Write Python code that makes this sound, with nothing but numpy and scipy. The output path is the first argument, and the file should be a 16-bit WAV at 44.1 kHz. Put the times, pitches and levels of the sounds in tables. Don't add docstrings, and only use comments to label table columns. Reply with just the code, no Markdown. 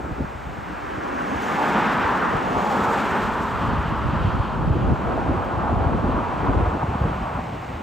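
import sys
import numpy as np
from scipy import signal
from scipy.fft import rfft, irfft, next_fast_len
from scipy.io import wavfile

SR = 44100
rng = np.random.default_rng(int(sys.argv[2]) if len(sys.argv) > 2 else 0)


def wav_record(signal):
    frames = np.transpose(np.atleast_2d(signal))
    bounded = np.clip(frames, -1, 1)
    quanta = np.round(bounded * 32767).astype(np.int16)
    wavfile.write(sys.argv[1], SR, quanta)


N = 344890

# f/Hz, density/dB per Hz
TYRE_HISS = [(3500, -1.5), (4500, -8.5), (6000, -9.5), (7500, -8), (8800, -13.5), (11500, -16.5),
             (13000, -17), (15500, -22.5)]


def from_db(db):
    return 10 ** (np.asarray(db) / 20)


def rms_one(x):
    return x / np.sqrt(np.mean(x ** 2) + 1e-20)


def in_time(rows):
    s, *columns = np.transpose(rows)
    return [np.interp(np.arange(N) / SR, s, c) for c in columns]


def sounding(rows, fade_s):
    start_s, end_s = rows[0][0], rows[-1][0]
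    return in_time([(start_s - fade_s, 0), (start_s, 1), (end_s, 1), (end_s + fade_s, 0)])[0]


def coloured(x, spectrum):
    size = next_fast_len(N)
    hz = np.maximum(np.arange(size // 2 + 1) * SR / size, 1)
    points = np.array(spectrum)
    gain_db = np.interp(np.log(hz), np.log(points[:, 0]), points[:, 1])
    return irfft(rfft(x, size) * from_db(gain_db), size)[..., :N]


def noise(spectrum, channels=1):
    (low_hz, low_db), (high_hz, high_db) = spectrum[0], spectrum[-1]
    closed = [(low_hz / 2, low_db - 60)] + list(spectrum) + [(high_hz * 2, high_db - 60)]
    return rms_one(coloured(rng.standard_normal((channels, N)), closed))


def drift(rate_hz):
    r = np.exp(-80 * np.pi * rate_hz / SR)
    start = rng.standard_normal(N // 40 + 2002)
    slow = signal.lfilter([1], [1, -2 * r, r * r], start)[2000:]
    return np.interp(np.arange(N) / 40, np.arange(len(slow)), rms_one(slow))


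def placed(sound, lag_ms, scattered):
    direct, stray = sound
    read_at = np.arange(N) - lag_ms * SR / 2000 * np.array([[1], [-1]])
    sides = np.interp(read_at, np.arange(N), direct)
    share = np.clip(scattered, 0, 1)
    return np.sqrt(1 - share) * sides + np.sqrt(share) * stray * [[1], [-1]]


def shifted(pair, factor):
    read_at = np.cumsum(factor)
    return np.array([np.interp(read_at % (N - 1), np.arange(N), v) for v in pair])


def glide(before, after, at_s, width_s):
    return after + (before - after) * (1 - np.tanh((np.arange(N) / SR - at_s) / width_s)) / 2


def jets():
    # t/s, rush level/dB, fan level/dB
    levels = [(0, -36.5, -66), (1, -33.5, -51), (3, -32.5, -46), (3.7, -38, -45), (4.05, -35, -47),
              (4.25, -30, -42.5), (4.6, -33.5, -49), (5.2, -30.5, -51.5), (5.8, -33, -50.5),
              (6.3, -30, -50), (6.8, -30.5, -57), (7.1, -30.5, -52), (7.82, -31.5, -70)]
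    # f/Hz, density/dB per Hz
    rush_colour = [(40, -5), (110, -1.5), (200, -4), (300, -8.5), (400, -13), (800, -2), (1500, -12),
                   (2000, -14), (2600, -16), (3500, -25.5), (5000, -34.5), (8000, -40), (11500, -50),
                   (15500, -52.5)]
    fan_colour = [(2200, -15), (2500, -3), (3200, -2.5), (3600, -11.5), (4500, -13)]
    rush_db, fan_db = in_time(levels)
    rush = from_db(rush_db + 0.3 * drift(27)) * noise(rush_colour, channels=2)
    fans = from_db(fan_db + 1.4 * drift(8)) * noise(fan_colour, channels=2)
    return placed(rush + fans, 0, scattered=0.51)


def wind():
    # t/s, level/dB
    strength = [(0.0, -33), (0.16, -43), (0.22, -38), (0.3, -46), (0.55, -43), (0.9, -42.5), (1.6, -43.5),
                (2.6, -40), (3.5, -36), (3.62, -31), (3.95, -29), (4.25, -31), (4.42, -30), (4.47, -31),
                (4.6, -27.5), (4.68, -26), (4.93, -25), (4.97, -33), (5.05, -28.5), (5.33, -28),
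                (5.45, -32), (5.58, -28.5), (5.85, -29.5), (6.1, -28.5), (6.33, -33.5), (6.5, -27),
                (6.8, -28.5), (6.97, -38), (7.05, -28), (7.15, -33), (7.45, -35), (7.82, -38)]
    # t/s, level/dB, f/Hz
    strong_eddies = [(0.047, -21, 95), (0.095, -31, 130), (0.112, -19, 200), (0.123, -18, 75),
                     (0.208, -13, 215), (0.222, -18, 110), (0.246, -20, 155), (0.353, -26.5, 60),
                     (0.47, -22, 105), (0.499, -24, 130), (0.587, -21, 120), (0.627, -31, 115),
                     (0.702, -26, 230), (0.734, -23, 195), (0.835, -29, 80), (0.983, -27, 90),
                     (1.36, -27, 80), (1.776, -28, 75), (2.051, -22, 80), (2.351, -14, 110),
                     (2.571, -23, 100), (2.82, -22, 95), (2.887, -24, 90), (3.12, -26, 80), (3.25, -22, 80),
                     (3.587, -21, 195), (3.613, -24, 90), (3.668, -19, 180), (3.686, -17, 70),
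                     (3.734, -13, 195), (3.755, -16, 60), (3.793, -19, 75), (3.885, -19, 70),
                     (4.055, -16, 70), (4.089, -11.5, 95), (4.136, -10.5, 180), (4.165, -16, 80),
                     (4.214, -13.5, 70), (4.25, -7, 105), (4.279, -10, 80), (4.348, -13.5, 90),
                     (4.402, -6.5, 90), (4.678, -6, 170), (4.71, -5, 90), (4.751, -18, 170),
                     (4.789, -16, 130), (4.829, -14, 115), (4.854, -15, 75), (4.879, -13, 60),
                     (4.922, -7.5, 145), (5.246, -20, 180), (5.296, -11, 250), (5.323, -12.5, 130),
                     (5.372, -20, 75), (5.542, -15, 120), (5.579, -15, 90), (5.738, -14, 155),
                     (5.771, -10, 75), (5.816, -12, 75), (5.868, -7, 90), (5.947, -15, 115),
                     (6.001, -15, 105), (6.045, -9, 215), (6.093, -19, 60), (6.123, -17, 60),
                     (6.167, -13.5, 240), (6.232, -22, 120), (6.404, -18, 130), (6.491, -6.5, 90),
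                     (6.568, -10.5, 80), (6.6, -17, 95), (6.63, -11.5, 75), (6.677, -12, 70),
                     (6.733, -15, 90), (6.843, -12, 145), (6.889, -14, 90), (6.955, -12.5, 170),
                     (7.017, -11, 115), (7.047, -10, 95), (7.091, -18, 115), (7.115, -16, 110),
                     (7.224, -17, 75), (7.351, -17, 75), (7.384, -17, 155), (7.423, -25, 105),
                     (7.474, -28, 80), (7.528, -25, 70), (7.697, -32, 80), (7.747, -24, 95)]
    # f/Hz, density/dB per Hz
    rumble_colour = [(12, -45), (20, -17), (60, 3.5), (78, 0.5), (140, -8), (180, -37), (310, -120)]
    buffet_colour = [(90, -7), (140, -1), (250, 2), (400, -3.5), (900, -13)]
    # t/s, f/Hz
    reach = [(0, 300.1), (0.3, 240), (0.6, 230), (3.4, 200.2), (4.5, 190.1), (4.95, 179.8), (5.1, 290.4),
             (5.5, 250.1), (6.3, 230.1), (6.6, 319.8), (6.8, 179.9), (7.82, 159.9)]
    stir_db, stir_s = -22.5, 0.022
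    mean_buffet_db, buffet_centre_hz = -34.5, 250

    rumble_db = in_time(strength)[0]
    t = np.arange(0, N, 40) / SR
    stirred = sum(from_db(db + stir_db) * np.exp(-((t - s) / stir_s) ** 2) for s, db, hz in strong_eddies)
    stirred = np.interp(np.arange(N) / SR, t, stirred)
    lumps_db = 1.6 * drift(10.4)
    rumble = (from_db(rumble_db) + stirred) * from_db(lumps_db) * noise(rumble_colour, channels=2)

    buffet_db = mean_buffet_db + rumble_db - rumble_db.mean()
    airy = shifted(noise(buffet_colour, channels=2), in_time(reach)[0] / buffet_centre_hz)
    flutter_db = lumps_db + 2.2 * drift(44)
    buffet = (from_db(buffet_db) + 0.67 * stirred) * from_db(flutter_db) * airy

    low = placed(rumble, 0.12, scattered=0.39) + placed(buffet, 0.071, scattered=0.27)
    return low + thumps(strong_eddies) + thumps(small_eddies(rumble_db))


def thumps(rows):
    mean_lead_turns, skew_turns, width_turns = 0.058, 0.4, 0.46
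    out = np.zeros((2, N))
    chance = rng.random((len(rows), 2))
    for (s, level_db, hz), (start, skew) in zip(rows, chance):
        half = int(1.5 * SR / hz)
        turns = np.arange(-half, half) * hz / SR
        lead = mean_lead_turns + skew_turns * (skew - .5)
        phase = turns + start + lead * np.array([[-.5], [.5]])
        push = np.sin(2 * np.pi * phase) * np.exp(-(turns / width_turns) ** 2)
        at = round(s * SR) - len(turns) // 2
        out[:, at:at + len(turns)] += from_db(level_db) * push
    return out


def small_eddies(rumble_db):
    eddies_per_s, over_rumble_db, spread_db = 24, 6, 5
    low_hz, high_hz = 80, 260
    gap, size, pitch = rng.random((300, 3)).T
    s = .05 + np.cumsum(-np.log(1 - gap)) / eddies_per_s
    keep = s < N / SR - .05
    wind_db = rumble_db[(s[keep] * SR).astype(int)]
    level_db = wind_db + over_rumble_db + spread_db * (2 * size[keep] - 1)
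    return np.transpose([s[keep], level_db, low_hz * (high_hz / low_hz) ** pitch[keep]])


def near_car(car, tyre_rows, hum_rows):
    # f/Hz, density/dB per Hz
    roar_colour = [(300, -6.5), (400, -5), (520, -4), (700, -3.5), (780, -0.5), (860, 4), (960, 3),
                   (1060, 0.5), (1180, -1.5), (1300, -1.5), (1500, -6), (1800, -15), (2400, -51)]
    swish_colour = [(1400, 3), (1700, 3.5), (1950, 0), (2250, -3), (2700, -6), (3300, -11.5), (4200, -21),
                    (5800, -25.5)]
    hum_colour = [(95, -33), (125, -12.5), (165, -7.5), (185, -4.5), (200, -0.5), (215, -3.5), (230, -4.5),
                  (260, -4), (290, -10), (330, -12), (450, -11.5)]
    coming_hz, gone_hz, turn_s, turn_after_s = 929.6, 1042, .2, .12
    right_ms, past_ms, sweep_s, sweep_lead_s = .6, -.04, .35, .25
    rise_db_per_s, fall_db_per_s, hiss_sag_per_ms = 25, 13.5, .3
    roar_centre_hz, hum_centre_hz = 1000, 200

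    pass_s, hiss_s, hiss_peak_db, hold_s = car
    t = np.arange(N) / SR
    roar_db, swish_db = in_time(tyre_rows)
    hum_hz, hum_db = in_time(hum_rows)
    centre_hz = glide(coming_hz, gone_hz, pass_s + turn_after_s, turn_s)
    lag_ms = glide(right_ms, past_ms, pass_s - sweep_lead_s, sweep_s)

    roar_noise = shifted(noise(roar_colour, channels=2), centre_hz / roar_centre_hz)
    roar = from_db(roar_db + 1.2 * drift(9)) * roar_noise
    hum_noise = shifted(noise(hum_colour, channels=2), hum_hz / hum_centre_hz)
    hum = from_db(hum_db + 1.5 * drift(8.1)) * hum_noise
    swish_noise = shifted(noise(swish_colour, channels=2), 1 - .08 * lag_ms)
    swish = from_db(swish_db + 0.77 * drift(14.0)) * swish_noise
    rise_db = hiss_peak_db - rise_db_per_s * np.maximum(hiss_s - hold_s - t, 0)
    hiss_db = rise_db - fall_db_per_s * np.maximum(t - hiss_s - hold_s, 0)
    hiss_noise = shifted(noise(TYRE_HISS, channels=2), 1 - hiss_sag_per_ms * lag_ms)
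    hiss = from_db(hiss_db + 1.3 * drift(25)) * hiss_noise

    low = placed(roar, lag_ms, scattered=0.072) + placed(hum, lag_ms, scattered=0.089)
    high = placed(swish, 0.23 * lag_ms, scattered=0.06) + placed(hiss, 0, scattered=0.41)
    return sounding(tyre_rows, .3) * (low + high)


def near_cars():
    # pass t/s, hiss peak t/s, hiss peak level/dB, hiss hold each side/s
    passes = [(1.749, 1.545, -43, 0.067), (2.799, 2.82, -43.5, 0.17)]
    # t/s, roar level/dB, swish level/dB
    tyre_levels = [
        [(0.0, -33, -41.5), (0.5, -36.5, -42), (0.7, -33, -37.5), (0.95, -31.5, -34), (1.3, -25.5, -32.5),
         (1.65, -22.5, -29.5), (1.85, -21.5, -26.5), (2.03, -22.5, -30), (2.2, -22.5, -32), (2.34, -25.5, -34),
         (2.45, -30.5, -36), (3.04, -52, -56)],
        [(2.0, -30, -77), (2.45, -23.5, -35.5), (2.81, -19.5, -32.5), (3.17, -24, -32), (3.4, -25, -37),
         (3.9, -28, -37), (4.25, -28.5, -42.5), (4.61, -30.5, -65), (5.21, -47, -60)],
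    ]
    # t/s, f/Hz, level/dB
    hums = [
        [(0.3, 340, -50), (0.9, 320, -39), (1.03, 284.8, -30.5), (1.15, 255.8, -33), (1.3, 229.4, -28),
         (1.45, 212, -31.5), (1.7, 205.2, -24.5), (2.0, 200.2, -29), (2.3, 184.8, -29.5), (2.9, 180, -50)],
        [(2.1, 240.2, -37), (2.5, 200, -29), (2.8, 205, -26.5), (3.05, 205.2, -28), (3.3, 184.9, -31),
         (3.8, 179.9, -37), (4.6, 180.4, -42)],
    ]
    return sum(near_car(*car) for car in zip(passes, tyre_levels, hums))


def distant_hiss():
    # t/s, level/dB
    levels = [(0, -58.5), (1, -58.5), (3, -62), (6.3, -63.5), (7.82, -59)]
    return placed(from_db(in_time(levels)[0]) * noise(TYRE_HISS, channels=2), 0, scattered=0.22)


def tread_bands():
    # t/s, centre f/Hz, level/dB
    bands = [
        [(0.3, 1005, -49), (0.7, 1047, -45), (1.2, 1078, -36.5), (1.6, 1199, -34), (2.0, 1302, -29),
         (2.3, 1302, -31.5), (2.6, 1305, -40)],
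        [(2.5, 1252, -47), (2.8, 1298, -34), (3.1, 1319, -30), (3.4, 1249, -33), (3.8, 1199, -34),
         (4.4, 1201, -37), (4.8, 1207, -49)],
        [(2.3, 564, -44), (2.7, 519, -36), (3.0, 420.3, -34.5), (3.25, 398, -36.5), (3.5, 399, -47)],
        [(4.8, 722, -46), (5.15, 731, -36), (5.4, 703, -38), (5.65, 740.6, -33), (5.8, 717, -35),
         (5.95, 712, -36), (6.2, 719, -44), (6.5, 724, -41), (6.9, 700, -49)],
        [(5.3, 898, -49), (5.7, 930, -34), (5.95, 960, -40), (6.2, 1005, -31.5), (6.55, 1000, -40),
         (7.0, 950, -44), (7.4, 900, -52)],
        [(1.6, 1600, -49), (1.9, 1698, -36), (2.25, 1753, -35), (2.5, 1749, -48)],
        [(2.9, 2404, -56), (3.1, 2495, -41), (3.3, 2500, -59)],
    ]
    # f/Hz, density/dB per Hz
    shape = [(760, -22.5), (890, -2.5), (1000, -0.5), (1120, -5), (1300, -21.5)]
    out, narrow = 0, noise(shape, channels=2)
    for rows in bands:
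        hz, level_db = in_time(rows)
        gain = sounding(rows, .1) * from_db(level_db + 1.7 * drift(5.7))
        out = out + gain * shifted(narrow, hz / 1000)
    return placed(out, 0, scattered=0.09)


def ticks():
    # t/s, level/dB before the high-pass
    hits = [(1.421, -35), (2.0233, -42), (5.4475, -43), (7.6181, -54)]
    clicks = np.zeros(N)
    for s, level_db in hits:
        burst = rng.standard_normal(130) * np.exp(-np.arange(130) / 35)
        at = round(s * SR)
        clicks[at:at + 130] = from_db(level_db) * burst
    return signal.sosfilt(signal.butter(2, 5000, "high", fs=SR, output="sos"), clicks)


def far_traffic():
    # t/s, roar level/dB
    levels = [(4.7, -36.5), (4.88, -28.5), (5.48, -25.5), (5.78, -26), (6.0, -26.5), (6.25, -26.5),
              (6.48, -24.5), (6.65, -25.5), (6.83, -29), (7.05, -29), (7.36, -30.5), (7.45, -41),
              (7.8, -40.5)]
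    # f/Hz, density/dB per Hz
    roar_colour = [(190, -21), (330, -9), (516, -4.5), (653, -2.5), (714, -1.5), (1020, 0.5), (1410, -3),
                   (1960, -12.5), (2300, -23.5), (2990, -65), (5060, -120)]
    arrives_db_per_s, lag_ms = 14, -0.2
    early_s = np.maximum(levels[0][0] - np.arange(N) / SR, 0)
    level_db = in_time(levels)[0] - arrives_db_per_s * early_s + 1.4 * drift(20)
    return placed(from_db(level_db) * noise(roar_colour, channels=2), lag_ms, scattered=0.09)


def puffs():
    # t/s, envelope level/dB before the low-pass
    hits = [(5.177, -16.5), (5.692, -16), (5.755, -21), (5.87, -20), (6.485, -16), (6.659, -19),
            (6.829, -14.5), (7.04, -17), (7.389, -18)]
    # f/Hz, density/dB per Hz
    colour = [(300, -11), (700, 11), (1100, -1), (1800, -33)]
    decay_s = 0.0046
    kicks = np.zeros(N)
    kicks[[round(s * SR) for s, db in hits]] = from_db(np.array(hits)[:, 1])
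    envelope = signal.lfilter([1], [1, -np.exp(-1 / (decay_s * SR))], kicks + 1e-18)
    bursts = envelope * noise(colour, channels=2)
    soft = signal.sosfilt(signal.butter(4, 1600, fs=SR, output="sos"), bursts)
    return placed(soft, -0.078, scattered=0.072)


def scene():
    road = near_cars() + distant_hiss() + tread_bands() + far_traffic()
    return jets() + wind() + road + ticks() + puffs()


def record(dry):
    # f/Hz, gain/dB
    mid_colour = [(9000, 0), (9300, -28), (10850, -28), (11100, 0)]
    # f/Hz, gain/dB
    side_colour = [(1200, -3), (1600, -11.5), (2200, -31.5), (3200, -15), (4500, -31), (6800, -53),
                   (8000, -2.5), (10500, 3.5), (12000, 2), (15000, -13.5)]
    # t/s, share/0-1
    narrowing = [(6.6, 0), (6.72, .93), (7.1, 1)]
    overload_at, narrow_below_hz = .5, 246
    dry = overload_at * np.tanh(dry / overload_at)
    mid = coloured((dry[0] + dry[1]) / 2, mid_colour)
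    side = coloured((dry[0] - dry[1]) / 2, side_colour)
    thin = signal.sosfiltfilt(signal.butter(4, narrow_below_hz, "high", fs=SR, output="sos"), side)
    side = side + in_time(narrowing)[0] * (thin - side)
    bottom = signal.butter(3, 36, "high", fs=SR, output="sos")
    top = signal.ellip(10, .5, 70, 15700, fs=SR, output="sos")
    return signal.sosfilt(np.vstack([bottom, top]), np.array([mid + side, mid - side]))


dry = scene()
out = record(dry)
wav_record(out)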